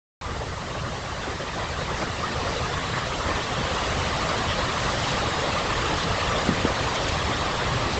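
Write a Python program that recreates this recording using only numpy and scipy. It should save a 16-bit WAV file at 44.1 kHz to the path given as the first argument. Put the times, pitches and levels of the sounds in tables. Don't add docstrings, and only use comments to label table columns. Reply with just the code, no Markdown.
import sys
import numpy as np
from scipy import signal
from scipy.fft import rfft, irfft, next_fast_len
from scipy.io import wavfile
from scipy.ndimage import uniform_filter1d, map_coordinates

SR = 44100
rng = np.random.default_rng(int(sys.argv[2]) if len(sys.argv) > 2 else 0)


def materialize(psi):
    bounded = np.clip(np.atleast_2d(psi).T, -1, 1)
    quanta = np.round(bounded * 32767).astype(np.int16)
    wavfile.write(sys.argv[1], SR, quanta)


N = 352359


def amp(db):
    return 10 ** (np.asarray(db) / 20)


def unit(x):
    return x / np.sqrt(np.mean(x ** 2) + 1e-20)


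def along(points, hz):
    f, v = np.transpose(points)
    return np.interp(np.log(hz + 1), np.log(f + 1), v)


def wobble(rate_hz):
    return map_coordinates(rng.standard_normal(400), [np.arange(N) * rate_hz / SR], mode="wrap")


def filtered(x, response):
    m = next_fast_len(len(x) + 8192)
    return irfft(rfft(x, m) * response(np.fft.rfftfreq(m, 1 / SR)), m)[:len(x)]


def band(x, centre_hz, width_oct):
    return filtered(x, lambda hz: np.exp(-.5 * (np.log2((hz + 1) / centre_hz) / width_oct) ** 2))


def case_db(hz):
    # f/Hz, width/Hz, lift/dB
    modes = [(528, 223, 3.5), (1205, 280, 4), (1810, 480, 1.5)]
    return sum(lift / (1 + (2 * (hz - centre) / width) ** 2) for centre, width, lift in modes)


def case_noise(spectrum, grain_db, frame=1024):
    bins = signal.stft(rng.standard_normal(N), nperseg=frame)[2]
    patches = uniform_filter1d(rng.standard_normal(bins.shape), size=4, axis=0)
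    patches = uniform_filter1d(patches, size=3, axis=1)
    grainy = signal.istft(bins * amp(grain_db * unit(patches)), nperseg=frame)[1][:N]
    return unit(filtered(grainy, lambda hz: amp(along(spectrum, hz) + case_db(hz))))


def air_strength_db(t):
    crest_s, climb_db, ease_db_per_s = 6.15, 9, 0.5
    to_climb = np.clip(1 - t / crest_s, 0, 1)
    return -climb_db * to_climb ** 2.2 - ease_db_per_s * np.maximum(t - crest_s, 0)


def swells_db(t):
    # centre t/s, length/s, rush lift/dB, rumble lift/dB
    swells = [(0.334, 0.22, 3.5, 3.5), (0.765, 0.046, 1.5, 0), (0.834, 0.044, 0, 6),
              (0.869, 0.029, 4.5, -2), (1.26, 0.1, 2.6, -1), (1.54, 0.066, -2, 2.5), (1.605, 0.04, 3.5, 3),
              (2.01, 0.096, 2.5, 0.5), (2.513, 0.094, 3, 0), (2.6, 0.029, -1.5, -4), (2.98, 0.054, 2.7, 2),
              (3.073, 0.04, -1, -1.5), (3.29, 0.038, 3, 4), (3.385, 0.035, 2.3, 0), (3.45, 0.05, -3, -1),
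              (3.964, 0.11, -0.5, 3.5), (7.767, 0.13, 0.5, 6)]
    centre_s, length_s, rush_db, rumble_db = np.transpose(swells)
    shapes = np.exp(-2 * ((t - centre_s[:, None]) / length_s[:, None]) ** 2)
    return rush_db @ shapes, rumble_db @ shapes


def air():
    # f/Hz, relative density/dB
    rumble_spectrum = [(10, -16.5), (25, -11.5), (42, -5), (62, 0), (125, -1.5), (170, -5.5), (250, -23),
                       (500, -59)]
    rush_spectrum = [(60, -29), (200, -1.5), (350, -2.5), (800, -1.5), (1100, -2), (1500, -7), (2000, -7),
                     (2400, -21), (4000, -26), (8000, -45.5)]
    hiss_spectrum = [(500, -19.5), (1500, -5.5), (2300, 1), (2900, 2), (3900, 0.5), (5000, -4.5),
                     (6200, -8), (7500, -10), (8000, -19), (8500, -26), (9000, -53.5)]
    crest_db, settle_s, settle_span_s = -27, 3.52, .3
    t = np.arange(N) / SR
    strength_db = air_strength_db(t)
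    rush_swell_db, rumble_swell_db = swells_db(t)
    flutter = amp(.5 * wobble(rate_hz=50))
    burble_share = .5 - .5 * np.tanh((t - settle_s) / settle_span_s)
    burble = case_noise(rush_spectrum, grain_db=3.2, frame=768) * flutter
    flow = case_noise(rush_spectrum, grain_db=2.4, frame=768)
    rush = np.sqrt(burble_share) * burble + np.sqrt(1 - burble_share) * flow
    hiss = case_noise(hiss_spectrum, grain_db=2.8, frame=640) * flutter
    lumps = amp(-0.3 * wobble(rate_hz=31))
    rumble = case_noise(rumble_spectrum, grain_db=1.4) * lumps
    rumble *= amp(-4.5 + 0.71 * strength_db + rumble_swell_db)
    rush *= amp(0.01 + 1.165 * strength_db + rush_swell_db)
    hiss *= amp(-5 + 1.41 * strength_db)
    return amp(crest_db) * (rumble + rush + hiss)


def microphone_hiss():
    # f/Hz, relative density/dB
    spectrum = [(200, 4), (1900, -1.5), (2400, -7), (5000, -3), (7500, -5), (8000, -14), (8500, -18.5),
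                (9000, -48.5)]
    return amp(-43) * case_noise(spectrum, grain_db=1.5)


def leaf_litter():
    # centre t/s, length/s, level/dB, f/Hz, width/oct
    rustles = [(0.792, 0.021, -37, 2550, 0.28), (0.965, 0.03, -50, 5800, .3),
               (1.489, 0.0093, -33, 2580, .2), (1.812, 0.022, -38, 3900, .15),
               (2.002, 0.066, -39.5, 5070, .4), (2.019, 0.01, -33, 2250, .2), (2.538, 0.2, -40, 4370, 0.49),
               (3.901, 0.31, -41.5, 5570, .4), (4.295, 0.01, -32, 4400, .25),
               (4.506, 0.059, -32.5, 3300, .13), (4.882, 0.35, -39, 5370, 0.43),
               (5.1, 0.17, -36, 3700, 0.49), (5.118, 0.012, -37, 5800, .3), (5.888, 0.18, -36, 2700, 0.35),
               (5.985, 0.032, -36, 5500, .4), (6.038, 0.012, -30, 4080, .25), (6.955, 0.026, -35, 5700, .3),
               (7.039, 0.018, -34, 5400, .25), (7.089, 0.013, -34, 6400, 0.23),
               (7.085, 0.031, -31, 2690, .35), (7.414, 0.012, -36, 4000, .25),
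               (7.93, 0.067, -34.5, 4000, 0.43)]
    crackles_per_s = 2900
    out = np.zeros(N)
    t = np.arange(SR // 2) / SR - 1 / 4
    for centre_s, length_s, db, hz, width_oct in rustles:
        grains = rng.standard_normal(len(t)) * (rng.random(len(t)) < crackles_per_s / SR)
        crackle = unit(band(grains, hz, width_oct))
        swell = np.exp(-2 * (t / length_s) ** 2)
        add(out, centre_s + t[0], amp(db) * crackle * swell)
    mic_rolloff = [(7300, -2.5), (8000, -4.5), (9000, -28)]  # f/Hz, gain/dB
    return filtered(out, lambda hz: amp(along(mic_rolloff, hz)))


def add(track, start_s, sound):
    part = track[round(start_s * SR):][:len(sound)]
    part += sound[:len(part)]


def pulse(t, hz, rise_s):
    return np.sin(2 * np.pi * hz * t) * (t / rise_s * np.exp(1 - t / rise_s)) ** 2


def bumps():
    # t/s, level/dB, swing f/Hz, rise/s, knock re swing/dB, thud level/dB
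    blows = [(6.489, -9.5, 177, 0.0022, -8, -19), (6.6493, -11, 250, 0.0029, -6, -39)]
    thud_rise_s, thud_t60_s, contact_cutoff_hz = 0.0028, 0.22, 660
    out = np.zeros(N)
    t = np.arange(SR // 4) / SR
    thud_envelope = (1 - np.exp(-t / thud_rise_s)) * amp(-60 * t / thud_t60_s)
    for start_s, db, swing_hz, rise_s, knock_db, thud_db in blows:
        swing = pulse(t, swing_hz, rise_s)
        knock = pulse(t, hz=457, rise_s=.8 * rise_s)
        thud = unit(band(rng.standard_normal(len(t)), centre_hz=150, width_oct=0.63)) * thud_envelope
        add(out, start_s, amp(db) * (swing - amp(knock_db) * knock) + amp(thud_db) * thud)
    return filtered(out, lambda hz: 1 / np.sqrt(1 + (hz / contact_cutoff_hz) ** 10))


def scene():
    return (air() + bumps() + leaf_litter() + microphone_hiss())[None]


def record(dry):
    on_s, top_hz, taper_hz = .212, 8995, 200
    live = np.arange(N) / SR >= on_s
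    return filtered(dry[0] * live, lambda hz: np.clip((top_hz - hz) / taper_hz, 0, 1))[None]


dry = scene()
out = record(dry)
materialize(out)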